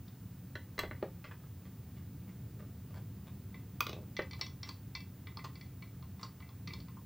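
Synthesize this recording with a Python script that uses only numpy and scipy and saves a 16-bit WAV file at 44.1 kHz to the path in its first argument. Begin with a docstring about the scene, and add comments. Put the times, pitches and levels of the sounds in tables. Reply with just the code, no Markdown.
"""A screwdriver taps and slips about a screw in a plastic housing, is laid on the tiles, and fingers tick
the loose screw in its hole; a hum, hiss and thin whine lie underneath.
Each contact is a noisy click, damped sines of metal and plastic, and a bright snap if hard.
Slips are runs of tiny clicks, and a soft deep bump is a swelling sine; all handling but the bump
gets a short room tail. The background is coloured noise and steady sines."""
import sys
import numpy as np
from scipy import signal
from scipy.fft import rfft, irfft, next_fast_len
from scipy.io import wavfile

SR = 44100
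rng = np.random.default_rng(int(sys.argv[2]) if len(sys.argv) > 2 else 0)


def dump(signal):
    """Clip the signal to [-1, 1] and save it as 16-bit WAV at the path in sys.argv[1]."""
    limited = np.clip(np.atleast_2d(signal).T, -1, 1)
    pcm = np.round(limited * 32767).astype(np.int16)
    wavfile.write(sys.argv[1], SR, pcm)


N = 310905
TIME = np.arange(N) / SR
AGE = TIME[:SR // 2]   # seconds since a contact

# A full grip chokes the metal's ring and drives the blow into the plastic.
GRIP_DAMPS_DB, GRIP_KNOCKS_DB = 23, 20.5

# Resonances of the plastic housing, knocked by tip and tool.
# Each row: frequency in Hz, relative level in dB, T60 decay in seconds.
HOUSING_MODES = [(230, -11.5, 0.067), (332, -5.5, 0.066), (420, 0, 0.042), (510, 2.5, 0.034),
                 (615, -0.5, 0.026), (816, -1.5, 0.017)]


def screwdriver_taps():
    """Tool tip and fingers knock on screw and housing, ringing the metal shaft and the plastic."""
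    # Each row: start in seconds, strength in dB, grip from 0 to 1, contact hardness in Hz, favoured mode in Hz.
    taps = [(.554, -31, 0.21, 5600, 1525), (.7795, -31.5, 0.28, 7000, 2030),
            (.7905, -20.5, 0.13, 11100, 1940), (.834, -26.5, 0.45, 2920, 550), (.911, -31, 0.3, 2640, 2010),
            (1.0263, -29, .88, 2880, 2300), (4.1907, -21.5, .35, 2800, 2030)]
    # Resonances of the shaft. Each row: frequency in Hz, relative level in dB, T60 decay in seconds.
    shaft_modes = [(950, -10, .13), (1316, -12.5, 0.23), (1510, -10.5, 0.14), (1816, 5.5, 0.02),
                   (2025, -5.5, 0.094), (2692, -7, 0.21), (2880, -17, 0.19), (3324, -11.5, 0.17),
                   (4010, 4.5, 0.049), (4160, -9, .08)]
    # Colour of its dense, quickly damped click. Each row: frequency in Hz, relative density in dB per Hz.
    shaft_click = [(400, 3.5), (750, -23), (1150, 11), (1450, 2), (1880, 8.5), (2450, -2.5), (3200, 0),
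                   (4000, 0), (4800, -3), (6000, -7), (8500, -12), (11000, -46)]
    hits = blows(taps, knock_db=-17.5, ring_db=-11, snap_hz=14900)
    return contacts(hits, shaft_modes, HOUSING_MODES, shaft_click, click_t60=0.019, snap_t60=0.01,
                    spread_db=1.5, rebound_s=.003, rebound_db=-9.0, rise_s=0.00095)


def screwdriver_drops():
    """The screwdriver drops on the tiles and rocks to rest, each contact weaker than the last."""
    # Each row: start in seconds, strength in dB, grip from 0 to 1, contact hardness in Hz, favoured mode in Hz.
    drops = [(3.8057, -20, 0.05, 9200, 2310), (3.8666, -25, 0.31, 6940, 3830),
             (3.8932, -28.5, 0.48, 7000, 3620), (3.9297, -32.5, 0.65, 5600, 3900),
             (3.9654, -35.5, .8, 1100, 1210), (3.9864, -42.5, 0.96, 1200, 1200),
             (4.0294, -49, 1, 1100, 1200)]
    # Resonances of the handle. Each row: frequency in Hz, relative level in dB, T60 decay in seconds.
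    handle_modes = [(1196, 5, 0.018), (1428, -4, 0.027), (2450, 3.5, 0.022), (2520, -21, 0.16),
                    (3360, 2.5, 0.014), (6200, -4, 0.016)]
    # Colour of its dense, quickly damped click. Each row: frequency in Hz, relative density in dB per Hz.
    handle_click = [(400, -15), (750, -10), (1200, 3.5), (1800, -8), (2600, 1.5), (3600, -5.5), (4600, -2),
                    (6200, -4.5), (7500, -20), (11000, -24)]
    hits = blows(drops, knock_db=-25, ring_db=-6, snap_hz=11100)
    return contacts(hits, handle_modes, HOUSING_MODES, handle_click, click_t60=0.012, snap_t60=0.014,
                    spread_db=0.6, rebound_s=.0015, rebound_db=-6.0, rise_s=0.00078)


def screw_ticks():
    """The loose screw ticks in its hole: its metal rings and the plastic cover knocks."""
    # Resonances of the screw. Each row: frequency in Hz, relative level in dB, T60 decay in seconds.
    screw_modes = [(1100, -32, 0.064), (2014, -8, 0.14), (2072, -12, 0.11), (2303, -5.5, .1),
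                   (2670, -17.5, 0.21), (3347, -17, 0.16), (3620, -11, 0.068), (4210, -11, 0.077),
                   (4350, 2.5, 0.028), (4690, -10.5, .07), (5420, -15.5, 0.14), (5630, -12, 0.033)]
    # Resonances of the cover. Each row: frequency in Hz, relative level in dB, T60 decay in seconds.
    cover_modes = [(474, -7, 0.023), (918, -2, .035), (1066, -1.5, 0.083), (1194, -2, 0.038),
                   (1320, 2, 0.013)]
    # Colour of the dense, quickly damped click. Each row: frequency in Hz, relative density in dB per Hz.
    screw_click = [(600, -37), (1100, 4), (1650, -17), (2200, -3.5), (2900, -5.5), (3550, 4), (4000, -1),
                   (4480, 10.5), (5000, 1), (5600, 3.5), (6600, -14), (10000, -26)]
    hits = blows(screw_touches(), knock_db=-26.5, ring_db=-11.5, snap_hz=21000)
    return contacts(hits, screw_modes, cover_modes, screw_click, click_t60=0.014, snap_t60=0.023,
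                    spread_db=1.5, rebound_s=.0018, rebound_db=-5.0, rise_s=0.00091)


def screw_touches():
    """Flicks, a weaker fall back after each (weaker still in a firm grip), and random faint grazes."""
    # Fingers flick the loose screw against its hole.
    # Each row: start in seconds, strength in dB, grip from 0 to 1, contact hardness in Hz, favoured mode in Hz.
    flicks = [(.0797, -47.5, .4, 7500, 3670), (3.543, -36.5, 0.14, 2750, 2050),
              (4.1662, -29, .02, 7050, 1990), (4.31, -36.5, 0.06, 7500, 2010),
              (4.3323, -30, 0.38, 4900, 2310), (4.4115, -20.5, 0.1, 8000, 5710),
              (4.6305, -30, 0.07, 7500, 5570), (4.6894, -31, 0.46, 11000, 4660),
              (4.9507, -26, .05, 6600, 2320), (5.2697, -32, 0.2, 2960, 1940),
              (5.3709, -31, 0.68, 6000, 3600), (5.391, -30, 0.28, 2300, 2020),
              (5.445, -34, 0.91, 11000, 1350), (5.5548, -39, 0.18, 5500, 2020),
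              (5.6104, -40.5, 0.08, 5500, 1960), (5.823, -37, 0.19, 3930, 2170),
              (6.2306, -29.5, 0.73, 7000, 4880), (6.423, -38, 0.03, 2200, 2020),
              (6.6739, -31.5, 0.26, 6000, 2020), (6.7049, -36, 0, 2700, 2300),
              (6.735, -31, 0.31, 9500, 2270), (6.8017, -43.5, .4, 7500, 4400),
              (6.97, -42.5, 0.86, 1500, 1080)]
    fall_delay_s, fall_loss_db = 0.053, 13
    falls = [(s + fall_delay_s, db - fall_loss_db - GRIP_DAMPS_DB * grip, grip, hard_hz, favoured_hz)
             for s, db, grip, hard_hz, favoured_hz in flicks]
    # one graze at a random moment in each time slot of the twiddling
    twiddle_start_s, twiddle_end_s, grazes_per_s = 5.85, 6.9, 5
    graze_db, graze_grip, graze_hardness_hz, graze_mode_hz = -41, 0.54, 3540, 2030
    slots = np.arange(twiddle_start_s, twiddle_end_s, 1 / grazes_per_s)
    times = np.minimum(slots + rng.random(len(slots)) / grazes_per_s, TIME[-1])
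    grazes = [(s, graze_db, graze_grip, graze_hardness_hz, graze_mode_hz) for s in times]
    return [*flicks, *falls, *grazes]


def slips(catches_per_s, catch_t60):
    """Metal slips on metal and plastic in short runs of uneven catches, each a tiny click."""
    # Each row: start in seconds, strength in dB, fall time to 1/e in seconds, lowpass brightness in Hz.
    single_slips = [(1.242, -31.5, 0.033, 3500), (1.312, -33, 0.012, 2770), (1.435, -42, 0.0099, 1600),
                    (2.592, -37.5, 0.049, 1400), (2.942, -36.5, 0.05, 5500), (3.27, -39.5, 0.013, 3470),
                    (4.392, -37, 0.031, 5500), (4.658, -37.5, 0.037, 6000), (5.442, -32.5, 0.018, 5800),
                    (6.213, -37.5, 0.043, 6500)]
    # Colour of one catch. Each row: frequency in Hz, relative density in dB per Hz.
    slip_colour = [(300, -4), (540, 6.5), (750, -7), (1080, 5.5), (1650, -6), (2000, 4.5), (2350, -6.5),
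                   (2900, -6.5), (4600, -8), (6000, -10.5), (8000, -4.5), (12000, -36)]
    out = np.zeros(N)
    for s, db, length_s, bright_hz in [*single_slips, *twists()]:
        happens = rng.random(len(AGE)) < catches_per_s / SR
        catches = happens * rng.standard_normal(len(AGE))
        catches[0] = 1
        catches = catches * np.exp(-(AGE / length_s) ** 2)
        run = signal.fftconvolve(catches / np.linalg.norm(catches), burst(slip_colour, catch_t60))
        add(out, s, from_db(db) * soften(run, bright_hz))
    return out


def twists():
    """The screw is undone in even twists of the wrist; the tip slips faintly in its head at each."""
    start_s, end_s, interval_s = 1.654, 3.0, .313
    db, length_s, bright_hz = -46.5, .022, 5050
    return [(s, db, length_s, bright_hz) for s in np.arange(start_s, end_s, interval_s)]


def hand_bump(s, hz, db, swell_s):
    """The held housing gives a soft, deep bump as the tool is pressed home: a sine that swells and dies."""
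    out = np.zeros(N)
    envelope = AGE / swell_s * np.exp(1 - AGE / swell_s)
    add(out, s, from_db(db) * np.sin(2 * np.pi * hz * AGE) * envelope)
    return out


def blows(events, knock_db, ring_db, snap_hz):
    """Strength, grip and hardness decide how a blow divides into click, knock, ring and snap."""
    snap_db_per_octave = 23.5   # the snap grows with the hardness of the contact
    for s, db, grip, hard_hz, favoured_hz in events:
        grip = np.clip(grip, 0, 1)
        blow_knock_db = db + knock_db + GRIP_KNOCKS_DB * grip
        blow_ring_db = db + ring_db - GRIP_DAMPS_DB * grip
        blow_snap_db = db + snap_db_per_octave * np.log2(hard_hz / snap_hz)
        yield s, db, blow_knock_db, blow_ring_db, blow_snap_db, hard_hz, favoured_hz


def contacts(events, modes, body, colour, click_t60, snap_t60, spread_db, rebound_s, rebound_db, rise_s):
    """Contacts click, ring metal, knock plastic and snap more when hard; gives (impacts, rings)."""
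    # Colour of the bright snap. Each row: frequency in Hz, relative density in dB per Hz.
    snap_colour = [(5000, -8), (9000, -14), (12500, -3.5), (14000, 4.5), (15500, 4.5), (17000, -28)]
    impacts, rings = np.zeros(N), np.zeros(N)
    onset = 1 - np.exp(-AGE / rise_s)
    for s, click_db, knock_db, ring_db, snap_db, hard_hz, favoured_hz in events:
        touches = chatter(rebound_s, rebound_db)
        click = signal.fftconvolve(burst(colour, click_t60), touches)[:len(AGE)]
        click = pick_out(from_db(click_db) * click, favoured_hz, boost_db=8.0, quality=11.5)
        knock = from_db(knock_db) * ring(body, spread_db)
        snap = from_db(snap_db) * 2 * burst(snap_colour, snap_t60)
        metal = from_db(ring_db) * ring(modes, spread_db, favoured_hz)
        add(impacts, s, onset * (soften(click, hard_hz) + knock + snap))
        add(rings, s, onset * soften(metal, hard_hz))
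    return np.array([impacts, rings])


def chatter(rebound_s, rebound_db, count=3):
    """Parts touch, then rebound a few times within milliseconds, ever weaker."""
    touches = np.zeros(len(AGE))
    times = np.cumsum(rebound_s * rng.uniform(0.59, 1.5, count))
    touches[np.round(times * SR).astype(int)] = from_db(rebound_db * np.arange(1, count + 1))
    touches[0] = 1
    return touches / np.linalg.norm(touches)


def ring(modes, spread_db, favoured_hz=0):
    """Damped sines; where a blow lands decides how it shares its energy among them."""
    favour_db, favour_width_hz = 6.5, 260   # how strongly the point of contact lifts nearby modes
    out = 0
    for hz, db, t60 in modes:
        favour = favour_db * np.exp(-((hz - favoured_hz) / favour_width_hz) ** 2)
        strength = from_db(db + favour + spread_db * rng.standard_normal())
        polarity = rng.choice([-1, 1])
        out = out + polarity * strength * np.sin(2 * np.pi * hz * AGE) * fade(t60)
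    return out


def burst(colour, t60):
    """Many close, heavily damped modes heard as one click, made from decaying coloured noise."""
    x = noise(colour, len(AGE)) * fade(t60)
    return x / np.sqrt(np.sum(x ** 2) / np.sum(fade(t60) ** 2)) / 2


def pick_out(x, hz, boost_db, quality):
    """The point of contact lifts the click around one resonance."""
    b, a = signal.iirpeak(hz, quality, fs=SR)
    return x + (from_db(boost_db) - 1) * signal.lfilter(b, a, x)


def soften(x, hz):
    """A softer contact holds less treble: a lowpass."""
    return signal.sosfilt(signal.butter(N=3, Wn=min(hz, SR / 2 - 1), fs=SR, output="sos"), x)


def fade(t60):
    """Exponential decay after a contact, down 60 dB at t60 seconds."""
    return np.exp(-np.log(1000) * AGE / t60)


def room(x, build_s, absorb_t60):
    """Reflections from floor and walls thicken quickly into a short tail that favours no single pitch."""
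    # Colour of the reflections. Each row: frequency in Hz, relative level in dB.
    room_colour = [(100, -9), (450, 2), (1300, 4), (3000, 4), (6000, -0.5), (14000, 0)]
    echo_t60, room_db = 0.44, -5.5   # decay in seconds before the absorption below; tail level in dB
    echoes = rng.standard_normal(len(AGE)) * fade(echo_t60) * (1 - np.exp(-AGE / build_s))
    bins = rfft(echoes, 2 * len(AGE))
    # keep only the phases, so that the colour alone sets the spectrum
    tail = coloured(bins / np.abs(bins), room_colour, 2 * len(AGE))[:len(AGE)]
    tail = tail * fade(absorb_t60)   # no room resonance lingers
    return from_db(room_db) * signal.fftconvolve(x, tail / np.linalg.norm(tail))[:N]


def background():
    """A low, rumbling hum of drifting level, with the steady hiss and thin whine of electronics."""
    # Colour of the hum. Each row: frequency in Hz, relative density in dB per Hz.
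    hum_colour = [(25, -43), (40, -23), (60, -12), (85, 0.5), (110, 0.5), (133, -0.5), (146, -6),
                  (189, -3.5), (220, -13.5), (284, -13), (315, -19.5), (480, -26), (650, -36), (1500, -58)]
    # Level of the hum. Each row: time in seconds, level in dB rms.
    hum_level = [(0.1, -49.5), (0.85, -47.5), (1.26, -50), (2.34, -46.5), (6.2, -49), (6.49, -50.5),
                 (6.8, -44), (6.91, -49), (7.05, -49)]
    # Colour of the hiss. Each row: frequency in Hz, relative density in dB per Hz.
    hiss_colour = [(300, -17), (700, 1.5), (1500, -3), (3000, -8), (6000, -11.5), (10000, -13.5),
                   (14300, -12), (15000, -3), (15800, -5), (16500, -18.5)]
    # Steady whine tones. Each row: frequency in Hz, level in dB rms.
    whine_tones = [(11176, -82.5), (15079, -69.5)]
    hiss_db = -67   # rms
    hum = from_db(np.interp(TIME, *np.transpose(hum_level))) * noise(hum_colour, N)
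    hiss = from_db(hiss_db) * noise(hiss_colour, N)
    whine = sum(from_db(db) * np.sqrt(2) * np.sin(2 * np.pi * hz * TIME) for hz, db in whine_tones)
    return hum + hiss + whine


def side_noise():
    """A faint noise of opposite sign in the two channels."""
    # Colour of this noise. Each row: frequency in Hz, relative density in dB per Hz.
    side_colour = [(59, -63), (100, -35), (248, -32), (326, -12), (497, 0.5), (1160, -4), (1760, -6.5),
                   (5630, 3), (14500, 1.5), (15500, -10)]
    side_db = -74   # rms in each channel
    return from_db(side_db) * noise(side_colour, N) * np.array([[1], [-1]])


def noise(spectrum, size):
    """Coloured noise of rms 1."""
    padded = next_fast_len(size)
    return coloured(rfft(rng.standard_normal(padded)), spectrum, padded)[:size]


def coloured(bins, spectrum, size):
    """Turn spectral bins into a sound of rms 1 with the given (Hz, dB) colour."""
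    hz, db = np.transpose(spectrum)
    bin_hz = np.maximum(np.fft.rfftfreq(size, 1 / SR), 1)
    gain_db = np.interp(np.log(bin_hz), np.log(hz), db)
    x = irfft(bins * from_db(gain_db), size)
    return x / np.std(x)


def from_db(db):
    """Decibels to amplitude."""
    return 10 ** (np.asarray(db) / 20)


def add(track, s, sound):
    """Mix a sound in at a given time in seconds."""
    start = max(round(s * SR), 0)
    track[start:start + len(sound)] += sound[:N - start]


def scene():
    """Handling, its room tail and the background sit in the centre; only a faint noise differs by channel."""
    impacts, rings = screwdriver_taps() + screwdriver_drops() + screw_ticks()
    impacts = impacts + slips(catches_per_s=670, catch_t60=0.017)
    # broad plastic surfaces spread the impacts through the room; small ringing parts send less into it
    echo = room(impacts + from_db(-5.0) * rings, build_s=0.0031, absorb_t60=0.36)
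    bump = hand_bump(s=.875, hz=52.3, db=-48, swell_s=0.016)
    mono = impacts + rings + echo + bump + background()
    return mono + side_noise()


def record(dry):
    """The top is cut steeply by an elliptic lowpass."""
    cutoff_hz = 15900
    return signal.sosfilt(signal.ellip(10, .1, 80, cutoff_hz, fs=SR, output="sos"), dry)


dry = scene()
out = record(dry)
dump(out)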